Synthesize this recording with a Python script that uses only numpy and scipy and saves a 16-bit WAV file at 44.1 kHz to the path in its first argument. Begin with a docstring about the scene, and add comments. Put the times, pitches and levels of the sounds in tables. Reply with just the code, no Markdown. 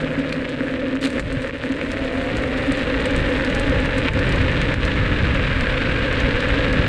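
"""An electric unicycle's tyre patters over coarse asphalt, slowing a little, then gathering speed.
Stone chips strike the tread as random clicks that ring the shell; filtered noise clicks drum the tyre.
Loose stones snap, grit ticks, sand scrapes on a concrete strip, and edges knock as short decaying sines.
The hub motor whines and hums faintly as sines; shaped noise is the wind, which grows with speed."""
import sys
import numpy as np
from scipy import signal
from scipy.fft import rfft, irfft
from scipy.io import wavfile
from scipy.ndimage import uniform_filter1d

SR = 44100
rng = np.random.default_rng(int(sys.argv[2]) if len(sys.argv) > 2 else 0)


def waveform_to_disk(signal):
    """Save audio, clipped to [-1, 1], as 16-bit WAV at the path in sys.argv[1]."""
    frames = np.transpose(np.atleast_2d(signal))
    scaled = np.clip(frames, -1, 1) * 32767
    samples = np.round(scaled).astype(np.int16)
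    wavfile.write(sys.argv[1], SR, samples)


N = 303408
TIME_S = np.arange(N) / SR

# Throughout, "speed" is a fraction of top speed; levels that scale with it hold at top speed.

# Wind gusts. Each row: centre in seconds, length in seconds, rumble change in dB, flutter change in dB.
WIND_GUSTS = [(1.249, 0.17, 11, 9.5), (1.38, 0.11, 12.5, -4), (2.0, 0.37, 5, 2.5), (2.39, 0.22, 6, 6),
              (3.205, 0.14, 6.5, 7), (3.719, 0.34, 7, 6), (4.357, 0.63, 3.5, 8.5), (5.147, 0.8, 4.5, 8),
              (5.62, 0.13, 3, -0.5), (5.884, 0.11, -1.5, 4), (6.254, 0.13, 2.5, 4.5),
              (6.54, 0.14, 2.5, 2.5), (6.797, 0.23, 1, 7)]
# Wind spectra, large eddies and small ones. Each row: frequency in Hz, density in dB per Hz.
RUMBLE_SPECTRUM = [(8, -15), (25, 2), (55, 5), (75, -1.5), (110, -14.5), (230, -47), (700, -71),
                   (8000, -100)]
FLUTTER_SPECTRUM = [(20, -23), (60, -2.5), (95, 3), (125, 2), (170, -2.5), (230, -7), (350, -13),
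                    (700, -27), (2000, -38), (8000, -85)]
RUMBLE_DB, RUMBLE_POWER = -25.5, 4.05  # power: exponent of speed
FLUTTER_DB, FLUTTER_POWER = -27, 3.15

# Motor whine: pitch follows wheel speed, level the torque. Each row: time in seconds, pitch in Hz, level in dB.
MOTOR_WHINE = [(0, 675.6, -42), (.5, 606, -45), (1.2, 591.5, -41.5), (1.75, 608.2, -60), (1.95, 647.2, -37),
               (2.2, 694.3, -37.5), (2.45, 735.4, -42), (2.55, 759, -41.5), (2.9, 822, -44),
               (3.1, 843, -41), (3.6, 829.6, -41), (4.2, 867, -43), (5.2, 878.7, -53), (5.8, 930, -59),
               (6.88, 939.7, -63)]
# Low motor hum, heard at low speed. Each row: time in seconds, pitch in Hz, level in dB.
MOTOR_HUM = [(0, 160, -34.5), (.3, 155, -35), (.5, 150, -40), (.8, 152, -46), (1.05, 157, -35.5),
             (1.25, 152, -37), (1.5, 154, -47), (2.1, 163, -43), (2.6, 180, -70)]
WHINE_SHAKE_RATIO, HUM_WAVER_RATIO = 0.07, 0.025  # rms pitch unsteadiness; the shake at top speed

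# Smooth spots and edges in the paving.
# Each row: centre in seconds, length in seconds, contact noise change in dB.
PAVING_PATCHES = [(0.393, 0.041, -1), (.47, 0.018, -1), (0.563, 0.035, -3), (0.605, 0.014, 0),
                  (1, 0.11, -5.5), (1.036, 0.04, 5), (1.099, 0.045, -2), (1.176, 0.044, 3),
                  (1.241, 0.067, -4.5), (1.518, .025, -6.5), (1.589, 0.053, -3.5), (1.646, 0.02, 0.5),
                  (2.478, 0.084, -2), (4.006, 0.021, -2), (4.06, .04, 1.5), (4.456, 0.68, 0.5),
                  (4.116, 0.069, -6), (4.775, 0.073, -6), (6.72, 0.016, -4)]
# Fine grit on the paving. Each row: time in seconds, level in dB before GRIT_TRIM_DB.
GRIT_LEVEL = [(0, -44), (.8, -47), (2.2, -38), (3.6, -36.5), (5.2, -48.5), (6.88, -58)]
GRIT_TRIM_DB = -9.5
# Sand scrapes on the concrete strip. Each row: peak time in seconds, grain gain in dB.
SAND_SCRAPES = [(1.012, -36), (1.022, -37), (1.0295, -33), (1.0394, -28), (1.049, -29), (1.0557, -27.5),
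                (1.0717, -30)]
SCRAPE_RISE_S, SCRAPE_FALL_S, SCRAPE_RING_HZ = 0.0015, 0.004, 4130
SHED_DB, SHED_DECAY_S = -42, 0.13  # grains shed by the tread after the strip
DUST_DB = -55.5  # fine dust under the tread, all the way

# Loudest loose stones.
# Each row: time in seconds, peak above 5.5 kHz in dB before STONE_TRIM_DB, ring in Hz.
LOOSE_STONES = [(.192, -37, 7540), (.293, -35, 5000), (0.3262, -27, 4480), (.492, -33, 7200),
                (0.954, -37, 6600), (1.1032, -31, 8750), (1.13, -36, 5600), (1.1966, -28, 7200),
                (1.3259, -31.5, 8450), (1.4195, -34, 8550), (1.428, -37, 5300), (1.475, -38, 6500),
                (1.721, -33, 6500), (1.9168, -27, 5570), (2.0475, -36, 6990), (2.369, -27, 6900),
                (2.721, -24.5, 8600), (2.772, -33, 5504), (3.0033, -35, 7500), (3.0567, -25, 8140),
                (3.1073, -33, 6500), (3.1633, -25.5, 7550), (3.4477, -27.5, 4970), (3.499, -33, 6980),
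                (3.5488, -25, 6206), (3.5964, -25, 8424), (3.696, -31, 6000), (3.8016, -33, 7500),
                (3.857, -32, 5960), (3.9819, -27, 8000), (4.134, -33, 6800), (4.192, -29.5, 5526),
                (4.292, -30.5, 7504), (4.323, -28, 5105), (4.359, -32, 6500), (4.4156, -35.5, 7500),
                (4.5153, -35, 6007), (4.616, -25, 6034), (4.7408, -30, 5250), (4.8514, -27, 5370),
                (5.346, -34, 6800), (5.6087, -29.5, 5090), (6.127, -31, 5700), (6.2025, -29, 6110),
                (6.405, -28.5, 5370), (6.4869, -33, 7200), (6.7284, -28, 5293)]
# Sound of stone. Each row: frequency in Hz, density in dB per Hz.
STONE_SPECTRUM = [(500, -23), (1500, 7.5), (2800, 1.5), (4200, 2.5), (5500, -9.5), (8500, -7),
                  (10500, -19.5), (12500, -28.5), (14500, -29), (16000, -57)]
STONE_TRIM_DB, PINCH_S, CHATTER_S = 5.5, 0.0035, 0.011

# Knocks on edges. Each row: start in seconds, ring in Hz, envelope peak in dB, rise in seconds.
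EDGE_KNOCKS = [(0.093, 260, -21, 0.015), (0.169, 261, -17, 0.016), (.602, 267.5, -16.5, 0.014),
               (0.921, 264.4, -18, 0.025), (1.03, 271, -15.5, 0.019), (1.224, 71, -28, 0.015),
               (1.367, 118, -17.5, 0.0099), (1.444, 505, -20, 0.0062), (1.695, 266, -21, 0.014),
               (2.679, 267, -15, 0.016)]

# Road unevenness that shakes the tyre. Each row: time in seconds, level in dB.
ROAD_ROUGHNESS = [(0, -26.5), (.5, -28), (.9, -25), (1.45, -29.5), (2.5, -25), (3.7, -24.5), (4.7, -28.5),
                  (5.5, -29.5), (6.65, -24.5), (6.88, -26.5)]
# Tyre resonances.
# Each row: frequency in Hz, width per pass in Hz, level over the unevenness in dB, power of speed.
TYRE_MODES = [(266, 54, -2, -0.46), (434.5, 45, -12.5, 0.93), (501.9, 44.6, -4, 0.72),
              (540, 51.3, -7.5, 0.13)]
# Carcass roar. Each row: frequency in Hz, density in dB per Hz.
CARCASS_SPECTRUM = [(40, -11), (100, -2.5), (165, -3), (205, -10), (320, -2), (380, -6), (450, -1.5),
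                    (600, -3), (730, -17.5), (1200, -22.5), (4000, -81)]
CARCASS_DB, CARCASS_POWER = -5.5, 0.37  # over the unevenness

# Proud chips. Each row: time in seconds, peak in dB before CLACK_TRIM_DB, ring in Hz.
PROUD_CHIPS = [(.3247, -15, 2600), (.4214, -18, 1790), (.4525, -16, 2300), (.606, -15.5, 1710),
               (.6818, -17, 1790), (.7382, -17, 1670), (.9524, -20, 1250), (.9634, -18, 1700),
               (.9704, -20, 2900), (1.0285, -15, 3000), (1.0402, -13, 3500), (1.0562, -14, 3800),
               (1.0625, -15, 2300), (1.1795, -19, 2200), (1.1947, -15, 1830), (1.4444, -17, 1770),
               (1.508, -19.5, 2300), (1.6367, -14, 1720), (1.8128, -12, 2400), (1.9704, -15, 1990),
               (2.3002, -16, 1990), (2.4364, -13, 1900), (3.3967, -13, 1860), (3.8472, -14, 1790),
               (4.078, -13, 2400), (4.0825, -12, 3900), (4.0846, -8.5, 2600), (4.089, -12, 2600),
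               (4.7411, -12, 1750), (6.6648, -14, 1650)]
CLACK_TRIM_DB, CLACK_WIDTH_HZ = 1.8, 480

# Chip on tread. Each row: frequency in Hz, density in dB per Hz.
CHIP_SPECTRUM = [(100, -17.5), (400, -0.5), (620, 3), (750, -6), (870, -1), (1600, 3), (2500, -1.5),
                 (3100, -7.5), (3900, -12), (4500, -18.5), (5000, -21), (6000, -26), (8500, -28),
                 (10500, -43.5), (13000, -83)]
# Hollow between tyre and shell. Each row: time in seconds, resonance in Hz.
SHELL_HOLLOW = [(0, 1680), (2.5, 1910), (3.6, 1730), (4.6, 1780), (5.3, 1670), (6, 1589), (6.88, 1710)]
HOLLOW_DB = 4  # resonance over the direct patter
# Shell panels. Each row: frequency in Hz, width in Hz, resonance over the direct patter in dB.
SHELL_PANELS = [(2395, 190, -10.5), (2810, 110, -3.5), (4880, 250, -9.5)]
# Sharp chips. Each row: ring in Hz, relative level in dB.
SHARP_CHIP_RINGS = [(1850, -1.5), (2300, -2), (2750, -2.5), (3400, -5), (4100, -8)]
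TICKS_PER_S, TICK_DB, TICK_SPREAD_DB, TICK_WIDTH_HZ = 300, -0.5, 3.0, 1400  # level over the patter
PATTER_DB, PATTER_POWER = -27, 2.24
CHIPS_PER_S, FINE_DB, FINE_POWER = 620, 1, 0.3  # coarse chip rate; fine level over coarse

BAND_EDGE_HZ = 15800


def gain_of(db):
    """Decibels to amplitude."""
    return 10 ** (np.asarray(db) / 20)


def evened(x):
    """Scales to rms 1."""
    return x / np.sqrt(np.mean(x ** 2) + 1e-20)


def follow(rows):
    """Interpolates each column of a curve table at every sample."""
    s, *columns = np.transpose(rows)
    return [np.interp(TIME_S, s, column) for column in columns]


def add(mix, s, sound):
    """Mixes a sound in at time s, in place."""
    part = mix[max(round(s * SR), 0):][:len(sound)]
    part += sound[:len(part)]


def swell(s, length_s):
    """Smooth bump of height 1 centred on s."""
    return np.exp(-(2 * (TIME_S - s) / length_s) ** 2)


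def patch(s, length_s):
    """Plateau of height 1 with quick edges, centred on s."""
    return np.exp(-(2 * (TIME_S - s) / length_s) ** 4)


def colour(x, points, size=8192):
    """Minimum-phase filter with the given spectrum: causal, so clicks keep a sharp front."""
    point_hz, point_db = np.transpose(points)
    bin_hz = abs(np.fft.fftfreq(size, 1 / SR)) + 1
    db = np.interp(np.log(bin_hz), np.log(point_hz), point_db)
    log_gain = np.log(gain_of(db))
    spectrum = np.exp(np.conj(signal.hilbert(log_gain)))
    response = np.fft.ifft(spectrum).real[:size // 2]
    return signal.oaconvolve(x, response)[:len(x)]


def resonate(x, hz, width_hz):
    """Resonance of gain 1 with a movable centre: shift to 0 Hz, one-pole lowpass, shift back."""
    turn = np.exp(2j * np.pi * np.cumsum(hz * np.ones(len(x))) / SR)
    pole = np.exp(-np.pi * width_hz / SR)
    return 2 * (turn * signal.lfilter([1 - pole], [1, -pole], x / turn)).real


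def drift(corner_hz):
    """Slow random motion of rms 1: lowpassed noise."""
    spectrum = rfft(rng.standard_normal(N))
    rolloff = (1 + (np.fft.rfftfreq(N, 1 / SR) / corner_hz) ** 2) ** 2
    return evened(irfft(spectrum / rolloff, N))


def impacts(per_s, spread_db):
    """Random clicks with log-normal sizes, rms 1."""
    size = gain_of(spread_db * np.clip(rng.standard_normal(N), -2, 2))
    sign = rng.choice([-1, 1], N)
    return evened(size * sign * (rng.random(N) < per_s / SR))


def steady(x, span_s):
    """Holds power at 1 over the span, keeping the faster grain."""
    power = abs(uniform_filter1d(x ** 2, int(span_s * SR) + 1))
    return x / np.sqrt(power + 1e-9)


def wind(speed):
    """Large eddies at the microphone rumble, small ones flutter; both grow steeply with speed."""
    rumble_db = RUMBLE_DB + sum(db * swell(s, length_s) for s, length_s, db, _ in WIND_GUSTS)
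    flutter_db = FLUTTER_DB + sum(db * swell(s, length_s) for s, length_s, _, db in WIND_GUSTS)
    out = np.zeros(N)
    for level_db, power, spectrum in ((rumble_db, RUMBLE_POWER, RUMBLE_SPECTRUM),
                                      (flutter_db, FLUTTER_POWER, FLUTTER_SPECTRUM)):
        eddies = steady(colour(rng.standard_normal(N), spectrum), span_s=0.21)
        out += gain_of(level_db) * speed ** power * eddies
    return out


def motor(whine_hz, whine_db, speed):
    """Two neighbouring orders of the hub motor, shaken by the road at speed, and a wavering low hum."""
    shake = 1 + WHINE_SHAKE_RATIO * speed ** 8 * drift(50)
    flutter = gain_of(6 * speed ** 5 * (np.clip(drift(14), -2, 1.3) - 0.6))
    phase = 2 * np.pi * np.cumsum(whine_hz * shake) / SR
    whine = evened(np.sin(phase) + gain_of(-10) * np.sin(phase * 1.127))
    hum_hz, hum_db = follow(MOTOR_HUM)
    waver = 1 + HUM_WAVER_RATIO * drift(12)
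    hum = evened(np.sin(2 * np.pi * np.cumsum(hum_hz * waver) / SR))
    hum_gain = gain_of(hum_db + 2.5 * drift(10))
    return gain_of(whine_db) * whine * flutter + hum_gain * hum


def stone_coloured(clicks):
    """Gives clicks the bright sound of stone at unchanged power."""
    return np.std(clicks) * evened(colour(clicks, STONE_SPECTRUM))


def grit(paving_db):
    """Grit ticks in clumps; sand crunches in quick scrapes on the concrete and is shed again."""
    grit_db, = follow(GRIT_LEVEL)
    clumps = gain_of(3.5 * np.clip(drift(35), -2, 1.6))
    ticks = evened(impacts(1100, spread_db=6.0) * clumps)
    ticks = gain_of(grit_db + paving_db + GRIT_TRIM_DB) * ticks

    crunch = np.zeros(N)
    for s, db in SAND_SCRAPES:
        decay = np.maximum((s - TIME_S) / SCRAPE_RISE_S, (TIME_S - s) / SCRAPE_FALL_S)
        crunch += gain_of(db) * np.exp(-decay)
    age_s = TIME_S - SAND_SCRAPES[0][0]
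    shed = gain_of(SHED_DB) * (age_s > 0) * np.exp(-abs(age_s) / SHED_DECAY_S)
    dust = gain_of(DUST_DB + paving_db) * clumps

    grains = impacts(2500, spread_db=4.5) + gain_of(-8) * rng.standard_normal(N)
    grains = steady(grains, span_s=0.008)
    scrape = crunch * (grains + 0.4 * resonate(grains, SCRAPE_RING_HZ, width_hz=1500))
    return stone_coloured(ticks + scrape + (shed + dust) * grains)


def stones(size=4096):
    """Each loose stone grinds as it is pinched, snaps free at its own pitch, then chatters briefly."""
    out, t = np.zeros(N), np.arange(size) / SR
    treble = signal.butter(2, 5500, "high", fs=SR)
    lead_s = 0.015  # room for the grind before the snap
    grind = np.exp(-np.maximum((lead_s - t) / PINCH_S, (t - lead_s) / CHATTER_S))
    for s, db, hz in LOOSE_STONES:
        grains = rng.uniform(-1.17, 1.0, size) * (rng.random(size) < 3000 / SR)
        clicks = gain_of(-13) * grind * grains
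        clicks[round(lead_s * SR)] = 1
        snap = colour(clicks, STONE_SPECTRUM)
        snap = snap + 1.8 * resonate(snap, hz, width_hz=1300)
        treble_peak = abs(signal.lfilter(*treble, snap)).max()
        add(out, s + 0.000897 - lead_s, gain_of(db + STONE_TRIM_DB) * snap / treble_peak)
    return out


def bumps():
    """An edge sets the tyre swinging for a few cycles."""
    out, t = np.zeros(N), np.arange(SR // 2) / SR
    for s, hz, db, rise_s in EDGE_KNOCKS:
        envelope = (t / rise_s * np.exp(1 - t / rise_s)) ** 2
        add(out, s, gain_of(db) * envelope * np.sin(2 * np.pi * hz * t))
    return out


def tyre(speed, paving_db):
    """The rough road shakes the inflated tyre: narrow rings over a dull carcass roar."""
    road_db, = follow(ROAD_ROUGHNESS)
    roar = evened(colour(impacts(1500, spread_db=4.5), CARCASS_SPECTRUM))
    out = gain_of(CARCASS_DB) * speed ** CARCASS_POWER * roar
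    for hz, width_hz, db, power in TYRE_MODES:
        ring = resonate(impacts(1500, spread_db=1.0), hz, width_hz)
        ring = resonate(ring, hz, width_hz)
        out = out + gain_of(db) * speed ** power * steady(ring, span_s=0.25)
    return gain_of(road_db + paving_db) * out


def clacks(size=2048):
    """Single hard strikes of the chips that stand highest."""
    out = np.zeros(N)
    strike = colour(signal.unit_impulse(size), CHIP_SPECTRUM)
    for s, db, hz in PROUD_CHIPS:
        ring = evened(resonate(strike, hz, width_hz=CLACK_WIDTH_HZ))
        clack = evened(strike) + 1.5 * ring
        add(out, s + 0.001, gain_of(db + CLACK_TRIM_DB) * clack / abs(clack).max())
    return out


def sharp_chips(speed):
    """Sharp chips tick out of the patter, each at one of a few pitches drawn at random."""
    passed = np.floor(np.cumsum(TICKS_PER_S * speed * np.exp(0.6 * drift(150))) / SR)
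    size = gain_of(TICK_SPREAD_DB * np.clip(rng.standard_normal(N), -2, 1.5))
    clicks = np.diff(passed, prepend=0) * size * rng.choice([-1, 1], N)
    kind = rng.integers(0, len(SHARP_CHIP_RINGS), N)
    rings = np.zeros(N)
    for k, (hz, db) in enumerate(SHARP_CHIP_RINGS):
        strikes = colour(clicks * (kind == k), CHIP_SPECTRUM)
        rings += gain_of(db) * evened(resonate(strikes, hz, TICK_WIDTH_HZ))
    return gain_of(TICK_DB) * steady(rings, span_s=0.07)


def body(strikes):
    """Strikes on the tread ring the hollow of the shell and its plastic panels."""
    direct = colour(strikes, CHIP_SPECTRUM)
    hollow_hz, = follow(SHELL_HOLLOW)
    hollow = gain_of(HOLLOW_DB) * resonate(direct, hollow_hz, width_hz=140)
    panels = sum(gain_of(db) * resonate(direct, hz, width_hz) for hz, width_hz, db in SHELL_PANELS)
    return direct + panels + hollow


def tread(speed, paving_db):
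    """Chips strike the tread: a fine patter that grows denser, brighter and louder with speed."""
    # chips lie side by side, so strikes come fairly evenly
    passed = np.floor(np.cumsum(CHIPS_PER_S * speed * np.exp(0.7 * drift(400))) / SR)
    size = gain_of(4.5 * np.clip(rng.standard_normal(N), -2, 2)) * rng.choice([-1, 1], N)
    coarse = evened(np.diff(passed, prepend=0) * size / np.sqrt(speed))
    fine = gain_of(FINE_DB) * speed ** FINE_POWER * impacts(6000, spread_db=2.0)
    strikes = coarse + fine
    # faster strikes are harder and brighter
    strikes = strikes + speed ** 4 * resonate(strikes, 3840, width_hz=1100)
    patter = steady(body(strikes), span_s=0.099) + sharp_chips(speed)
    return gain_of(PATTER_DB + paving_db) * speed ** PATTER_POWER * patter


def scene():
    """Wheel speed, read from the whine, drives wind, motor, tyre and tread."""
    whine_hz, whine_db = follow(MOTOR_WHINE)
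    speed = whine_hz / whine_hz.max()
    paving_db = sum(db * patch(s, length_s) for s, length_s, db in PAVING_PATCHES)
    background = wind(speed) + motor(whine_hz, whine_db, speed)
    debris = grit(paving_db) + stones()
    rolling = bumps() + tyre(speed, paving_db) + clacks() + tread(speed, paving_db)
    return (background + debris + rolling)[None]


def record(dry):
    """Linear-phase lowpass at the upper band limit."""
    lowpass = signal.firwin(511, BAND_EDGE_HZ, window=("kaiser", 9), fs=SR)
    return signal.oaconvolve(dry, lowpass[None], "same")


dry = scene()
out = record(dry)
waveform_to_disk(out)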